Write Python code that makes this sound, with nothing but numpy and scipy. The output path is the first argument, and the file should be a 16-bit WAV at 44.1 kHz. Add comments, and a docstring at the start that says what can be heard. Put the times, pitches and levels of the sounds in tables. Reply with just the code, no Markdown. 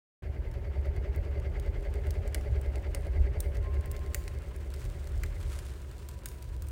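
"""Close to the vent of an iron wood stove, a fire builds, pulling in about ten puffs of air a second.
Each puff hisses in the gap, roars in the firebox and ends in a low thud; the wood crackles throughout.
A faint draught whistle fades by 2 s as the embers' sizzle comes up. From 3.5 s the listener backs away:
a thin ring swells and dies, then come a few soft rustles. By 6 s the stove is heard from out in the
room, where the puffs blur, the crackles echo more, a whistle returns and the fire eases."""
import sys
import numpy as np
from scipy import signal
from scipy.fft import rfft, irfft
from scipy.io import wavfile
from scipy.ndimage import uniform_filter1d

SR = 44100
rng = np.random.default_rng(int(sys.argv[2]) if len(sys.argv) > 2 else 0)


def master(y):
    """Save y as 16-bit WAV."""
    cut = np.clip(np.atleast_2d(y).T, -1, 1)
    pcm = np.round(cut * 32767)  # scale
    wavfile.write(sys.argv[1], SR, pcm.astype(np.int16))


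N = 295911
TIME = np.arange(N) / SR
FREQ = np.fft.rfftfreq(N, 1 / SR)
START_S = 0.221
PUFF_HZ, FIRST_INTAKE_S = 10.01, 0.061

# The fire's strength, building and then easing: time_s, level_db
FIRE_STRENGTH = [(0.2, -4), (1.0, 1), (2.3, 1.5), (3.3, 1.5), (4.3, -0.5), (5.45, -1), (5.8, -2),
                 (6.7, -5.5)]
# Listener's perspective: time_s, nearness (1 at the vent gap, 0 out in the room)
NEARNESS = [(0.2, 0.75), (3.5, 0.78), (4.0, 0.58), (4.5, 0.26), (5.3, 0.38), (5.9, 0.03), (6.7, 0.031)]
# Dull bed that the stove gives off on all sides: freq_hz, gain_db
MURMUR_EQ = [(60, -22), (88, -0.5), (100, -3), (116, 5), (145, -8), (167, -6), (200, -16.5), (222, -12.5),
             (270, -19), (345, -9.5), (400, -15.5), (500, -17.5), (800, -27.5), (1500, -52.5)]
# Faint draught whistles: start_s, end_s, pitch_hz, filter_width_hz, level_db
WHISTLE_CUES = [(0.1, 2.04, 895, 8.3, -68.5), (5.7, 7.1, 979, 29, -66)]
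# Soft rustles beside the listener: centre_s, half_length_s, level_db
RUSTLE_CUES = [(4.828, 0.028, -57.5), (5.428, 0.026, -57), (5.532, 0.036, -53), (5.67, 0.1, -59.5)]
# Tone of the rubbing: freq_hz, gain_db
RUSTLE_EQ = [(200, -11), (500, -7), (1100, 5), (2500, -1), (5000, -5.5), (9000, -4.5), (15500, -17)]
# Fader ride of the embers' sizzle: time_s, level_db
SIZZLE_RIDE = [(0.2, -81), (1.2, -77), (2.1, -68.5), (3.6, -71), (4.2, -62.5), (4.45, -66), (4.75, -62),
               (5.6, -62), (6.7, -66.5)]
# Bright, fine hiss, with a deep notch near 11 kHz: freq_hz, gain_db
FINE_HISS_EQ = [(1500, -5), (3500, 3), (6000, -0.5), (8000, 0.5), (9900, 0), (11300, -31), (13000, -4),
                (15300, -3), (16500, -0.5)]
# Reverb time of the room: freq_hz, t60_s
ROOM_DECAY = [(500, 0.4), (2000, 0.69), (8000, 0.45), (16000, 0.45)]
# Featured crackles: start_s, level_db, knock_offset_db, tilt_db_per_octave
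LOUD_CRACKLES = [(0.514, -44, -7, 0), (1.161, -40.5, -20, 8), (1.598, -35.5, -23, -1.5),
                 (1.940, -39, -10, -1), (2.069, -38, -10, -1), (2.107, -29.5, -27, 0.5),
                 (2.277, -37.5, -19, 1), (2.346, -20.5, -8, -1), (2.614, -39.5, -22, 4),
                 (2.757, -36, -22, -3), (2.9478, -22.5, -35, 0), (3.4044, -21.5, -26, 6.5),
                 (3.5696, -37.5, -22, -0.5), (3.858, -39.5, -2, 9), (3.915, -31, -15, 8),
                 (3.965, -36, -21, -2), (4.1461, -19, -7.5, 7), (4.279, -33, -17, -3), (4.562, -42, -5, 7),
                 (4.7394, -34, -11, 1.5), (4.817, -42.5, 3, -3), (5.0729, -39.5, -7, -0.5),
                 (5.235, -30, 2.5, 1.5), (5.589, -34.5, -22, -3), (6.088, -34.5, -18, 0.5),
                 (6.2581, -25, -11, 3), (6.2868, -35.5, -26, 5), (6.425, -38.5, -27, -0.5),
                 (6.6217, -36, -23, 3), (6.686, -38, -20, 5)]
# Bright EQ for snaps and ticks, with a dip near 11.5 kHz: freq_hz, gain_db
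SNAP_EQ = [(500, -15), (1200, 0), (2200, 0.5), (3200, -1.5), (4700, 2), (6000, 0), (7700, 1.5), (10000, 1),
           (11500, -10), (13500, -1), (15500, -3.5), (17000, 2.5)]
# Woody body of a crackle: freq_hz, gain_db
KNOCK_EQ = [(400, -3), (1000, -13.5), (1600, 3), (2200, -0.5), (2900, -7), (4500, -34), (9000, -48)]
# Deep air resonances of stove and flue: pitch_hz, width_hz, gain_db
FLUE_MODES = [(43, 10, -4), (58, 9, -9), (69, 7, 2), (83, 12, -14)]
# Bigger flares, each a low whump: centre_s, half_length_s, level_db
WHUMP_CUES = [(1.203, 0.012, -27.5), (2.514, 0.021, -23), (3.216, 0.038, -22), (3.599, 0.019, -24),
              (3.74, 0.099, -32), (4.872, 0.016, -28.5), (5.206, 0.084, -32), (5.483, 0.081, -35.5),
              (6.604, 0.1, -36)]
# Air rush heard at the vent: freq_hz, gain_db
RUSH_CLOSE_EQ = [(500, -24), (1000, -4.5), (1350, -3.5), (1800, -2), (2300, -6.5), (2600, -6.5),
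                 (3100, -10), (3800, -17), (5200, -19.5), (8000, -27), (15000, -83)]
# Air rush heard from out in the room: freq_hz, gain_db
RUSH_FAR_EQ = [(470, -66), (800, -4), (977, 4.5), (1140, 2), (1280, 2), (1640, 2.5), (2000, -4.5),
               (2090, -3), (2800, -4), (5240, -24.5), (7000, -25.5), (9100, -39), (15400, -120)]
# Resonances of the vent gap, per filter pass: pitch_hz, width_hz, gain_db
VENT_MODES = [(1633, 53, 3.5), (2090, 300, 4), (4590, 350, -4)]
# Broad tone of the flames: freq_hz, gain_db
ROAR_EQ = [(100, -37), (220, 4.5), (320, 1), (850, 0), (1200, -24), (3000, -38)]
# Hollow resonances of the firebox: pitch_hz, width_hz, gain_db
FIREBOX_MODES = [(297, 7.9, -17), (360, 33, -12.5), (400.5, 23.6, 3), (453, 32, -18.5), (569, 31.4, 0),
                 (630, 11, -6.5), (752, 56, -13), (882, 27, -14.5)]


def gain_of(db):
    """Decibels to amplitude."""
    return 10 ** (np.asarray(db) / 20)


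def unit_rms(x):
    """Normalises to rms 1."""
    return x / np.sqrt(np.mean(x ** 2) + 1e-20)


def curve_at(points, hz):
    """Reads a curve drawn on a log-frequency axis."""
    freqs, values = np.transpose(points)
    return np.interp(np.log(hz + 1), np.log(freqs + 1), values)


def automation(points):
    """Joins timed breakpoints into one value per sample."""
    return np.interp(TIME, *np.transpose(points))


def add(mix, start_s, sound):
    """Drops a sound into the mix."""
    part = mix[round(start_s * SR):][:len(sound)]
    part += sound[:len(part)]


def noise(response):
    """Noise of rms 1 shaped by an amplitude response."""
    return unit_rms(irfft(rfft(rng.standard_normal(N)) * response, N))


def wander(rate_hz):
    """Random drift of rms 1, rolled off above the rate."""
    return noise(1 / (1 + (FREQ / rate_hz) ** 4))


def eq_response(eq):
    """Amplitude response of an EQ curve."""
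    return gain_of(curve_at(eq, FREQ))


def resonances(modes):
    """Amplitude response of a resonator bank."""
    powers = (gain_of(db) ** 2 / (1 + (2 * (FREQ - hz) / width) ** 2) for hz, width, db in modes)
    return np.sqrt(sum(powers))


def steadied(x, amount, window_s):
    """Compresses chance swells, as in an oscillation that feeds itself."""
    power = signal.fftconvolve(abs(signal.hilbert(x)) ** 2, np.hanning(int(window_s * SR)), "same")
    return unit_rms(x / np.maximum(power, 1e-6) ** (amount / 2))


def equalised(x, eq, size=2048):
    """Minimum-phase EQ of unit energy, which keeps attacks crisp."""
    log_gain = np.log(gain_of(curve_at(eq, abs(np.fft.fftfreq(size, 1 / SR)))))
    taps = np.fft.ifft(np.exp(np.conj(signal.hilbert(log_gain)))).real[:size // 2]
    return signal.oaconvolve(x, taps / np.linalg.norm(taps))[:N]


def throb(cycles, lag_cycles, depth_db, skew):
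    """Tremolo of the puffs, lagging the intake; skew makes each rise faster than it falls."""
    angle = 2 * np.pi * (cycles - lag_cycles)
    swing = gain_of(depth_db * np.cos(angle + skew * np.cos(angle)))
    return swing / np.sqrt(np.i0(depth_db * np.log(10) / 10))  # holds the mean power about even


def fader_db(fire_db, near, base_db, distance_loss_db, fire_follow):
    """Level of a layer that grows with the fire and drops away from the vent."""
    return base_db - distance_loss_db * (1 - near) + fire_follow * fire_db


def stove_murmur(near):
    """The dull, even bed of burning that comes through the iron walls."""
    return noise(eq_response(MURMUR_EQ)) * gain_of(-49.0 + 5.2 * near)


def draught_whistles():
    """The draught whistles in narrow bands of noise that fade in and out."""
    out = np.zeros(N)
    for start_s, end_s, hz, width_hz, db in WHISTLE_CUES:
        progress = np.clip((TIME - start_s) / (end_s - start_s), 0, 1)
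        swell = np.sqrt(abs(np.sin(np.pi * progress)))
        out += gain_of(db) * swell * noise(resonances([(hz, width_hz, 0)]) ** 2)
    return out


def thin_ring(start_s=3.6, pitch_hz=1056, hold_db=-62, attack_s=0.064, release_after_s=0.52):
    """One clear tone swells to an accent, sinks to a quieter hold and dies away."""
    t = TIME - start_s
    accent_db = 8.5 * np.exp(-((t - attack_s) / 0.054) ** 2)
    fade_db = 36 * np.maximum(t - release_after_s, 0)
    envelope = np.clip(t / attack_s, 0, 1) * gain_of(hold_db + accent_db - fade_db)
    return envelope * np.sqrt(2) * np.sin(2 * np.pi * pitch_hz * TIME)


def rustles(slips_per_s=2500):
    """Brief strokes of rubbing, each a dense run of tiny slips."""
    slips = rng.standard_normal(N) * (rng.random(N) < slips_per_s / SR)
    strokes = sum(gain_of(db) * np.exp(-((TIME - s) / half) ** 2 / 2) for s, half, db in RUSTLE_CUES)
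    return strokes * unit_rms(equalised(slips * gain_of(1.2 * wander(70)), RUSTLE_EQ))


def ember_sizzle(near, ticks_per_s=45, tick_t60_s=0.0036):
    """A fine, flickering hiss dotted with tiny ticks from the embers."""
    sizes = gain_of(8 * np.minimum(rng.exponential(1, N), 2.4))
    triggers = sizes * (rng.random(N) < ticks_per_s / SR)
    t = TIME[:SR // 50]
    burst = rng.standard_normal(len(t)) * gain_of(-60 * t / tick_t60_s)
    ticks = unit_rms(equalised(signal.oaconvolve(triggers, burst)[:N], SNAP_EQ))
    hiss = noise(eq_response(FINE_HISS_EQ)) * gain_of(2.1 * wander(50) - 1.4 * near)
    return gain_of(automation(SIZZLE_RIDE)) * (hiss + gain_of(-5 + 2 * near) * ticks)


def room_reverb(send, build_s=0.013, size=256):
    """The room's reflections blend into a diffuse tail in which the mids hang longest."""
    hz, t, bands = signal.stft(rng.standard_normal(SR * 3 // 4), SR, nperseg=size)
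    decay = gain_of(-60 * t / curve_at(ROOM_DECAY, hz)[:, None])
    tail = signal.istft(bands * decay, SR, nperseg=size)[1]
    tail *= np.minimum(TIME[:len(tail)] / build_s, 1)
    return signal.fftconvolve(send, tail / np.linalg.norm(tail))[:N]


def small_crackle_cues(count=60, per_s=4.5, knock_offset_db=-5):
    """Quiet filler crackles at loose intervals, in the columns of LOUD_CRACKLES."""
    jitter, strength, brightness = rng.uniform(-1.2, 1, (count, 3)).T
    starts_s = START_S + (np.arange(count) + 1 + jitter) / per_s
    cues = zip(starts_s, -46 + 4 * strength, np.full(count, knock_offset_db), 2 * brightness)
    return [cue for cue in cues if cue[0] < TIME[-1]]


def wood_crackles(near, snap_t60_s=0.0037, echo_t60_s=0.023, knock_t60_s=0.028, size=4096):
    """Pockets of gas burst: each a sharp snap, a woody knock and echoes between the iron walls."""
    snaps, knocks, t = np.zeros(N), np.zeros(N), TIME[:size]
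    octaves = np.log2(np.maximum(np.fft.rfftfreq(size, 1 / SR), 2000) / 8000)
    for start_s, db, knock_offset_db, tilt in list(LOUD_CRACKLES) + small_crackle_cues():
        grit, body = rng.choice([-1., 1.], (2, size))
        # every splinter has a colour of its own
        ripple_db = 1.4 * unit_rms(uniform_filter1d(rng.standard_normal(len(octaves)), size // 80))
        grit = irfft(rfft(grit) * unit_rms(gain_of(ripple_db)) * gain_of(tilt * octaves))
        # away from the vent the echoes gain on the direct snap
        echo_db = -7.5 + 5.5 * (1 - near[int(start_s * SR)])
        decay = np.hypot(gain_of(-60 * t / snap_t60_s), gain_of(echo_db - 60 * t / echo_t60_s))
        add(snaps, start_s, gain_of(db - 4.0) * grit * decay)
        add(knocks, start_s, gain_of(db + knock_offset_db - 7.5 - 60 * t / knock_t60_s) * body)
    return equalised(snaps, SNAP_EQ) + equalised(knocks, KNOCK_EQ)


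def flue_rumble(cycles, near, fire_db):
    """Each flare pushes the air column in stove and flue: a thud per puff, now and then a whump."""
    level_db = fader_db(fire_db, near, base_db=-30, distance_loss_db=10.2, fire_follow=0.68)
    sub_band = 1 / np.sqrt((1 + (35 / (FREQ + 1)) ** 9) * (1 + (FREQ / 103) ** 8))
    air = steadied(noise(resonances(FLUE_MODES) * sub_band), amount=0.61, window_s=0.11)
    pulse = throb(cycles, lag_cycles=0.34, depth_db=5.5 * near, skew=0.3)
    thuds = gain_of(level_db - 0.5 * wander(18)) * pulse
    whump_power = sum(gain_of(db) ** 2 * np.exp(-((TIME - s) / half) ** 2) for s, half, db in WHUMP_CUES)
    return air * np.sqrt(thuds ** 2 + whump_power)


def vent_rush(cycles, near, fire_db, swing_db=5.6, singing_carry=0.14):
    """Air rushes through the vent gap, which sings late in each intake; from further off it blurs."""
    level_db = fader_db(fire_db, near, base_db=-63, distance_loss_db=0.95, fire_follow=0.65)
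    close = noise(eq_response(RUSH_CLOSE_EQ)) * gain_of(3.5)
    close *= throb(cycles, lag_cycles=-0.074, depth_db=swing_db, skew=0.1)
    singing = noise(resonances(VENT_MODES) ** 2) * gain_of(3.5)  # two passes sharpen the peaks
    singing *= throb(cycles, lag_cycles=0.092, depth_db=7.2, skew=0.068)
    far = noise(eq_response(RUSH_FAR_EQ)) * gain_of(3.0)
    far *= throb(cycles, lag_cycles=-0.33, depth_db=swing_db * near ** 0.3, skew=0.11)
    air = np.sqrt(near) * close + np.sqrt(1 - near) * far  # equal-power crossfade
    air += (near + singing_carry * (1 - near)) * singing
    return air * gain_of(level_db + 1.35 * wander(54))


def firebox_roar(cycles, near, fire_db):
    """Turbulent burning rings the firebox just after each intake."""
    level_db = fader_db(fire_db, near, base_db=-46.5, distance_loss_db=11.4, fire_follow=1.45)
    flames = noise(eq_response(ROAR_EQ) * resonances(FIREBOX_MODES))
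    flames = steadied(flames, amount=0.42, window_s=0.09)
    pulse = throb(cycles, lag_cycles=0.16, depth_db=5.6 * near ** 0.54, skew=0.62)
    return flames * gain_of(level_db + wander(76)) * pulse


def scene():
    """Mono mix: one puff cycle drives rumble, roar and rush; only the crackles feed the reverb."""
    near, fire_db = automation(NEARNESS), automation(FIRE_STRENGTH)
    cycles = PUFF_HZ * (TIME - FIRST_INTAKE_S) + 0.02 * wander(4)
    lows = flue_rumble(cycles, near, fire_db) + stove_murmur(near)
    puffs = firebox_roar(cycles, near, fire_db) + vent_rush(cycles, near, fire_db)
    details = ember_sizzle(near) + rustles() + draught_whistles() + thin_ring()
    crackles = wood_crackles(near)
    reverb = room_reverb(crackles * gain_of(-10 - 9 * near))  # wetter away from the vent
    return (lows + puffs + details + crackles + reverb)[None]


def record(dry, fade_in_s=0.003, cutoff_hz=15950):
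    """Silence until START_S, then a fast fade-in; a steep low-pass trims the very top."""
    opened = dry * np.clip((TIME - START_S) / fade_in_s, 0, 1)
    lowpass = signal.firwin(255, cutoff_hz, window=("kaiser", 9), fs=SR)
    return signal.oaconvolve(opened, lowpass[None], "same")


dry = scene()
out = record(dry)
master(out)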